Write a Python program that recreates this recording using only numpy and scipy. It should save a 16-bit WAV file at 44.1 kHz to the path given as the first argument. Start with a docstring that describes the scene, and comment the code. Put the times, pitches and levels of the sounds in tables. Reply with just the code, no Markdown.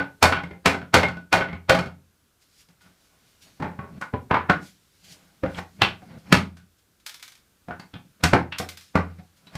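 """Hammer blows knock nails out of softwood boards on a workbench, each with a slap on the bench and bounces.
Sleeves and shoes then rustle and wood drags; boards are laid, turned and levered, and steel slips and strikes.
Pulled nails skip on the concrete floor, then more boards, steel and nails land before a last rustle and scrape.
Rough noise bursts excite wood modes or nail rings; shaped noise makes cloth, dragging and hiss.
A small brick workshop answers every contact briefly over a faint steady hiss."""
import sys
import numpy as np
from scipy import signal
from scipy.fft import rfft, irfft
from scipy.io import wavfile
from scipy.ndimage import uniform_filter1d

SR = 44100
rng = np.random.default_rng(int(sys.argv[2]) if len(sys.argv) > 2 else 0)


def decibels_to_gain(level_db):
    """Convert a level in decibels to a linear amplitude gain (20 dB per decade)."""
    exponent = np.asarray(level_db, float) / 20
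    return 10 ** exponent


def wav_out(sig):
    """Save sig, one row per channel (or a flat mono array), as 16-bit PCM at SR to the path in sys.argv[1]."""
    wavfile.write(sys.argv[1], SR, np.round(np.clip(np.atleast_2d(sig).T, -1, 1) * 32767).astype(np.int16))


N = 422037  # samples in the scene
SPAN = 2 ** 15  # samples of one contact with its tail
LEAD = SR // 32  # samples of swell ahead of a contact
HZ = np.fft.rfftfreq(SPAN, 1 / SR)
T = np.arange(SPAN) / SR

# In the contact tables thud, body, edge and crack are tone settings from low to high; levels are before the mix.
# hammer blows on the nails: start_s, level_db, crack_db, ring_hz (loudest), slap_drop_db (below the blow)
HAMMER_BLOWS = [(-.13, -8.5, -16, 1520, 8.5), (.227, -3, -13.5, 2370, 3.5), (.658, -3.5, -18, 2400, 16.5),
                (.941, -0.7, -18.5, 1370, 3.5), (1.327, -3.5, -19, 2440, 4.5), (1.695, -3, -22, 500, 6)]
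# tone of a blow: thud_db (bench), body_db (board), edge_db, chatter_s
BLOW_TONE = (-16, -12, -13.5, 0.1822)
# tone of the struck board slapping the bench: thud_db, body_db, edge_db, chatter_s
SLAP_TONE = (-13.5, -6, -17.5, 0.198)
# the board bouncing after a blow: start_s, level_db, body_db, crack_db, ring_hz
BOARD_BOUNCES = [(-.03, -10, -7.5, -34.5, 1470), (.323, -9, -18.5, -33.5, 1490),
                 (.367, -17.5, -14, -37.5, 1465), (0.435, -27, -7.5, -26, 2150),
                 (.509, -35, -1, -33.5, 2111), (.744, -20, -4.5, -27.5, 1536),
                 (0.815, -32, -7, -32.5, 1440), (1.031, -8.5, -6.5, -30, 2090),
                 (1.084, -20.5, -19, -25.5, 1470), (1.169, -30, -4.5, -25.5, 1470),
                 (1.409, -13.5, -7.5, -37, 1490), (1.485, -28, -14.5, -41.5, 2090),
                 (1.529, -28.5, -11, -32, 2220), (1.749, -13.5, -7, -24, 1295),
                 (1.789, -16.5, -11.5, -22, 1380), (1.859, -32, -9, -22, 704)]
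# boards laid, turned and levered on the bench: start_s, level_db, thud_db, crack_db, ring_hz, chatter_s
BOARD_KNOCKS = [(3.6, -33.5, 0, -27.5, 940, .21), (3.623, -21, -8, -33, 870, .27),
                (3.79, -29, -4.5, -40.5, 1113, .29), (4.013, -28.5, -19, -18, 1150, .15),
                (4.022, -22, -24.5, -39, 1450, .05), (4.137, -22.5, 1.5, -46.5, 985, .08),
                (4.31, -11, -13.5, -44.5, 998, .28), (4.342, -10.5, -20.5, -43.5, 923, .15),
                (4.369, -21, -12.5, -40.5, 923, .05), (4.497, -5, -13, -36.5, 1440, .08),
                (5.435, -25, 0.7, -37.5, 533, .15), (5.46, -28, -7.5, -33.5, 1495, .15),
                (5.586, -26.5, -15.5, -27, 770, .15), (6.019, -42.5, -2, -24.5, 739, .18),
                (7.684, -31, 2.5, -30, 713, .09), (7.709, -26.5, -8, -40, 1460, .15),
                (8.333, -5, -10, -30.5, 850, .15), (8.599, -22, -7, -26, 724, .15),
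                (8.954, -10, -11, -31, 1200, .17), (9.196, -46, -1, -19, 739, .14)]
# steel head and claw catching, slipping and striking: start_s, level_db, thud_db, crack_db, ring_hz, edge_db
STEEL_HITS = [(2.687, -54.5, 1, -6, 899, -4), (2.809, -50, -16, -18, 1455, -11),
              (5.545, -36, -8.5, -29.5, 3300, -5), (5.818, -5, -11.5, -24.5, 2700, -6),
              (6.325, -1.4, -10, -19, 2202, -12.5), (6.569, -45, -10, -12, 1490, -12),
              (7.797, -35.5, -11, -20, 4600, -16.5), (7.938, -36.5, -1.5, -31, 3470, -9),
              (8.237, -8.5, -7, -11, 1487, -13), (8.523, -21.5, -40, -32.5, 2690, -9.5),
              (9.469, -43, -5.5, -17, 3900, -4), (9.553, -29.5, -2.5, -11.5, 803.6, -10)]
# brightness of a hard face, added to every contact on wood: pitch_hz, gain_db
HARD_FACE = [(1900, -1), (3200, 10), (7000, 11.5)]
# modes of bench top and boards before damping: pitch_hz, width_hz, level_db (over the dense background)
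WOOD_MODES = [(86, 4.6, 13.5), (132, 15, 8), (175.84, 12, 17), (280, 8.3, 10), (400, 55, 4.5),
              (523, 21, 7.5), (647, 82, 5.5), (802, 34, 6), (908, 6.7, 3.5), (1090, 25, -8), (1481, 57, 6),
              (1785, 8.3, -16), (1870, 8.5, -5.5), (2175, 160, 5), (2450, 49, 5), (2736, 67, 3),
              (3210, 35, 1.5), (4440, 150, 3), (5350, 110, 4.5)]
# dense background of wood modes: pitch_hz, gain_db
PLANK_TONE = [(30, -9), (60, 7.5), (250, 5), (1000, -4.5), (2500, -11), (4000, -10.5), (8000, -17.5),
              (15000, -30)]
# nails hitting the floor: start_s, level_db, ring_hz
NAIL_HITS = [(6.999, -52.5, 9310), (7.063, -24, 4950), (7.0938, -30.5, 3440), (7.1425, -32.5, 5420),
             (7.196, -41.5, 2110), (7.2261, -29.5, 2340), (7.2778, -36, 6100), (7.32, -41.5, 2090),
             (7.3524, -45, 2280), (7.3744, -51.5, 2260), (8.5844, -18, 5340), (8.6292, -49, 2090),
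             (8.6886, -25, 2100), (8.772, -32, 5000), (8.8095, -40.5, 4900)]
# click of a nail on concrete: pitch_hz, gain_db
NAIL_CLICK = [(290, -84), (500, -21.5), (1600, -6.5), (2010, -8.5), (2230, -4.5), (2800, -9), (3480, -4),
              (15500, -19.5)]
# brushes of sleeves, shoes and hands: peak_s, level_db, rise_ms (per 20 dB), fall_ms (per 20 dB)
RUSTLES = [(2.422, -58.5, 18, 57), (2.53, -70, 150, 100), (2.612, -53, 110, 58), (2.694, -66, 21, 50),
           (2.82, -58, 15, 120), (3.048, -64.5, 150, 150), (3.29, -64, 200, 300), (3.425, -52.5, 18, 99.5),
           (3.58, -67.5, 200, 30), (4.63, -54, 25, 140), (4.675, -52.5, 101, 68), (4.95, -67.5, 599.5, 600),
           (5.048, -52.5, 6, 45), (5.124, -47, 86, 69), (5.25, -70, 200, 400), (5.586, -50, 110, 61.5),
           (5.78, -67.5, 300, 31.5), (6.05, -66, 302, 201), (6.186, -61.5, 16, 70), (6.3, -63.5, 109, 30),
           (6.576, -58, 16, 42), (6.79, -63, 22.5, 37), (8.82, -53, 21, 170), (9.26, -70.5, 497, 500),
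           (9.374, -61, 15, 70), (9.47, -65, 12, 16), (9.542, -61, 45, 30)]
# tone of the cloth: pitch_hz, relative_db
CLOTH_TONE = [(880, -40.5), (1500, -7), (2940, -1), (4750, 0.5), (12500, -11), (15500, -18)]
# wood pressed and dragged on the bench: peak_s, rumble_db, scrape_db, rise_ms (per 20 dB), fall_ms (per 20 dB)
DRAGS = [(2.61, -74, -70, 40, 90), (2.705, -60, -62.5, 30, 50), (2.864, -54, -56.5, 37, 100),
         (3.2, -84.5, -68, 500, 502), (3.15, -80, -66, 30, 30), (3.474, -57.5, -59.5, 73, 99.5),
         (3.58, -63, -64.5, 21, 21), (3.912, -48, -73.5, 21.5, 301), (3.985, -43.5, -56, 122, 21.5),
         (5.062, -56.5, -65, 40, 160), (5.135, -60.5, -60, 120, 250.5), (5.3, -66.5, -69, 300.5, 250.5),
         (5.5, -39, -46.5, 12, 49), (5.591, -36, -31.5, 39.5, 16), (5.635, -45, -58.5, 80.5, 16),
         (5.77, -50.5, -69, 51, 49.5), (5.803, -31.5, -45.5, 20, 8), (6.11, -45.5, -52.5, 80.5, 201),
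         (6.178, -41.5, -60.5, 152, 15), (6.27, -48.5, -51, 20.5, 50.5), (6.312, -35, -39.5, 25.5, 9),
         (6.645, -55, -78, 40, 30), (8.05, -50.5, -72, 42, 72), (8.212, -47.5, -48, 14, 13),
         (9.1, -56.5, -53, 21, 100), (9.193, -40.5, -52, 17, 53), (9.48, -58.5, -62, 200, 100),
         (9.545, -48, -44.5, 27, 10)]
# reverberation of the small room: pitch_hz, t60_s
ROOM_DECAY = [(80, 0.53), (300, 0.28), (1000, 0.23), (4000, 0.21), (12000, 0.21)]
# tone of the hiss: pitch_hz, relative_db
HISS_TONE = [(15, -34.5), (25, -7), (64, 3.5), (301, -4), (856, -14.5), (1540, -9), (1810, -14.5),
             (4040, -15), (15000, -19)]


def unit(x):
    """Scale to rms 1."""
    return x / np.sqrt(np.mean(x ** 2) + 1e-20)


def along(points, hz):
    """Read a curve of (Hz, value) points on a log frequency axis."""
    point_hz, value = np.transpose(points)
    return np.interp(np.log(hz + 1), np.log(point_hz + 1), value)


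def causal(gain):
    """Minimum-phase response: the given gain with its energy as early as possible."""
    cepstrum = irfft(np.log(gain + 1e-6))
    cepstrum[1:SPAN // 2] *= 2
    cepstrum[SPAN // 2 + 1:] = 0
    return np.exp(rfft(cepstrum))


def peak(hz, centre_hz, width_hz):
    """Gain of one damped resonance, 1 at its centre."""
    return hz * width_hz / np.hypot(centre_hz ** 2 - hz ** 2, hz * width_hz)


def contacts():
    """List contacts on wood: start_s, level_db, thud_db, body_db, edge_db, chatter_s, crack_db, ring_hz, damping."""
    blows = [(s, db, *BLOW_TONE, crack, hz) for s, db, crack, hz, _ in HAMMER_BLOWS]
    # the struck board meets the bench 9.9 ms later, with 5 dB less crack
    slaps = [(s + .0099, db - drop, *SLAP_TONE, crack - 5, 540)
             for s, db, crack, _, drop in HAMMER_BLOWS]
    # weak bounces are mostly thud
    bounces = [(s, db, -22 - 0.66 * db, body, -15, .16, crack, hz)
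               for s, db, body, crack, hz in BOARD_BOUNCES]
    # a knock that shakes the bench also fills the board
    boards = [(s, db, thud, -0.5 + .65 * thud, -22.5, chatter, crack, hz)
              for s, db, thud, crack, hz, chatter in BOARD_KNOCKS]
    steel = [(s, db, thud, -10.5 + .45 * thud, edge, .16, crack, hz)
             for s, db, thud, crack, hz, edge in STEEL_HITS]
    # factors on mode width: wood left free, and wood the worker leans on
    free_damping, leaned_damping = 0.95, 2.7
    free = [(*row, free_damping) for row in blows + slaps + bounces]
    leaned = [(*row, leaned_damping) for row in boards + steel]
    return free + leaned


def knocks():
    """A faint swell, a sharp contact, then loose wood chattering in duller taps that soon settle."""
    out = np.zeros(N + 2 * SR)
    soft = causal(1 / np.hypot(1, HZ / 2500))
    since = T - LEAD / SR  # seconds from the contact
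    for s, db, thud_db, body_db, edge_db, chatter_s, crack_db, ring_hz, damping in contacts():
        tap_here = rng.random(SPAN) < 900 / SR  # about 900 taps a second
        settling = decibels_to_gain(-60 * (np.abs(since) / max(chatter_s, .01)) ** 1.1)
        taps = decibels_to_gain(-9) * tap_here * settling
        swell = decibels_to_gain(-32.5 + 2500 * np.minimum(since, 0))
        loose = rng.standard_normal(SPAN) * np.where(since > 0, taps, swell)
        # a dull contact lasts longer
        force = contact(t60=.012 - 0.00027 * crack_db) + soft * rfft(loose)
        colour = [(180, thud_db), (520, body_db), (1100, 0), (1900, 0.0042), (3200, edge_db), (7000, crack_db)]
        # a dull contact leaves one ring standing out, more so when it is light
        ring_db = 0.83 - 0.16 * crack_db - 0.19 * db
        favoured = np.hypot(1, decibels_to_gain(ring_db) * peak(HZ, ring_hz, 0.04 * ring_hz))
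        tone = decibels_to_gain(along(colour, HZ) + along(HARD_FACE, HZ))
        gain = tone * favoured * wood(HZ, spread_db=1.5, damping=damping)
        # the level over the first moments lies below the peak
        add(out, s, db - 7.0, force, gain, wet_db=-2.5, above_hz=660)
    return out[SR:SR + N]


def contact(t60):
    """Spectrum of a rough contact: a short burst after the lead, evened to power 1 across frequency."""
    shape = (1 - np.exp(-T / 0.0018)) * decibels_to_gain(-60 * T / t60)
    burst = rfft(np.roll(rng.standard_normal(SPAN) * shape, LEAD))
    return burst / np.sqrt(uniform_filter1d(np.abs(burst) ** 2, size=150))


def wood(hz, spread_db, damping=1):
    """Gain of bench and boards: each contact weights the modes anew; higher damping widens and lowers them."""
    frame_hz = 110  # the bench legs ring up to here, untouched by damping
    power = 1
    for centre_hz, width_hz, mode_db in WOOD_MODES:
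        wider = damping if centre_hz > frame_hz else 1
        weight = decibels_to_gain(mode_db + spread_db * rng.standard_normal())
        power = power + (weight * peak(hz, centre_hz, width_hz * wider)) ** 2 / wider
    return np.sqrt(power) * decibels_to_gain(along(PLANK_TONE, hz))


def add(out, s, db, force, gain, wet_db, above_hz):
    """Place one contact in the room, setting its first moments above a frequency to the given rms level."""
    wave = irfft(force * causal(gain) * room(wet_db))
    upper = irfft(rfft(wave) * (HZ > above_hz))
    first_moments = upper[LEAD:LEAD + SR // 80]
    out[SR + round(s * SR) - LEAD:][:SPAN] += decibels_to_gain(db) * wave / np.sqrt(np.mean(first_moments ** 2))


def nails():
    """Each bounce on concrete is a bright click with a brief ring of the shank."""
    out = np.zeros(N + 2 * SR)
    for s, db, ring_hz in NAIL_HITS:
        ring = np.hypot(1, decibels_to_gain(7) * peak(HZ, ring_hz, 70))
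        click = decibels_to_gain(along(NAIL_CLICK, HZ))
        add(out, s, db - 9.5, contact(t60=0.02), ring * click, wet_db=0.0, above_hz=1300)
    return out[SR:SR + N]


def rustling():
    """Cloth rustles broadly: patchy noise under the swells of each brush."""
    cloth = noise(lambda hz: decibels_to_gain(along(CLOTH_TONE, hz)), patchy_db=1.8)
    return level(RUSTLES, quickest_ms=12) * cloth


def dragging():
    """Dragged wood hums in the low modes of the bench and scrapes in those of the board."""
    hum = lambda hz: wood(hz, spread_db=1.5) * peak(hz, 180, 90)
    scrape = lambda hz: wood(hz, spread_db=0) * peak(hz, 1500, 1600)
    strokes = np.array(DRAGS)
    rumble_level = level(strokes[:, [0, 1, 3, 4]], quickest_ms=4)
    scrape_level = level(strokes[:, [0, 2, 3, 4]], quickest_ms=4)
    return rumble_level * noise(hum, patchy_db=1) + scrape_level * noise(scrape, patchy_db=2)


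def level(strokes, quickest_ms):
    """Summed gain of strokes (s, dB, rise ms, fall ms) that swell and fade evenly in dB."""
    ms = 1000 * np.arange(N) / SR
    gain = np.zeros(N)
    for s, db, rise_ms, fall_ms in strokes:
        at = 1000 * s
        rising = (at - ms) / max(rise_ms, quickest_ms)
        falling = (ms - at) / max(fall_ms, quickest_ms)
        gain += decibels_to_gain(db - 20 * np.where(ms < at, rising, falling))
    return uniform_filter1d(gain, size=300)


def noise(gain, patchy_db):
    """Noise of rms 1 with a given gain over frequency and random patches in time and frequency."""
    hz, _, z = signal.stft(rng.standard_normal(N), SR, nperseg=2048)
    across_hz = uniform_filter1d(rng.standard_normal(z.shape), size=20, axis=0)
    patches = decibels_to_gain(patchy_db * unit(uniform_filter1d(across_hz, size=3, axis=1)))
    shaped = z * gain(hz)[:, None] * patches
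    return unit(signal.istft(shaped, SR, nperseg=2048)[1][:N])


def room(wet_db):
    """Direct sound plus a fresh reverberant tail, each frequency dying at its own speed."""
    bass_hz = 294  # below this the small room adds little tail
    hz, t, z = signal.stft(rng.standard_normal(SPAN // 2), SR, nperseg=256)
    decay = decibels_to_gain(-60 * t / along(ROOM_DECAY, hz)[:, None])
    tail = signal.istft(z * decay, SR, nperseg=256)[1]
    tail *= 1 - np.exp(-(T[:len(tail)] / 0.0028) ** 2)  # first walls arrive after a few ms
    thinned = HZ / np.hypot(HZ, bass_hz)
    return 1 + decibels_to_gain(wet_db) * thinned * rfft(tail / np.linalg.norm(tail), SPAN)


def hiss():
    """Hiss of room and microphone: faint shaped noise running throughout."""
    return decibels_to_gain(-63.5) * noise(lambda hz: decibels_to_gain(along(HISS_TONE, hz)), patchy_db=.6)


def scene():
    """Mix contacts on wood, nails, rustling and dragging over the hiss, as one channel."""
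    return (knocks() + nails() + rustling() + dragging() + hiss())[None]


def roll_off(x):
    """The treble ends steeply here."""
    return signal.sosfilt(signal.butter(12, 16460, fs=SR, output="sos"), x)


def record(dry):
    """Gain control ducks a little after loud passages; the input dulls the top and the hardest blows clip."""
    keep = np.exp(-1 / (.6 * SR))  # the gain control listens over 0.6 s
    heard_power = signal.lfilter([1 - keep], [1, -keep], dry ** 2)
    heard_db = 10 * np.log10(heard_power + 1e-12)
    ducked = dry * decibels_to_gain(-.3 * np.maximum(heard_db + 29.5, 0))  # 0.3 dB down per dB over -29.5 dB
    hz = np.fft.rfftfreq(N, 1 / SR)
    dulled = irfft(rfft(ducked) / np.hypot(1, (hz / 15200) ** 60), N)
    clipped = dulled / (1 + np.abs(dulled) ** 10) ** (1 / 10)
    return roll_off(clipped)


dry = scene()
out = record(dry)
wav_out(out)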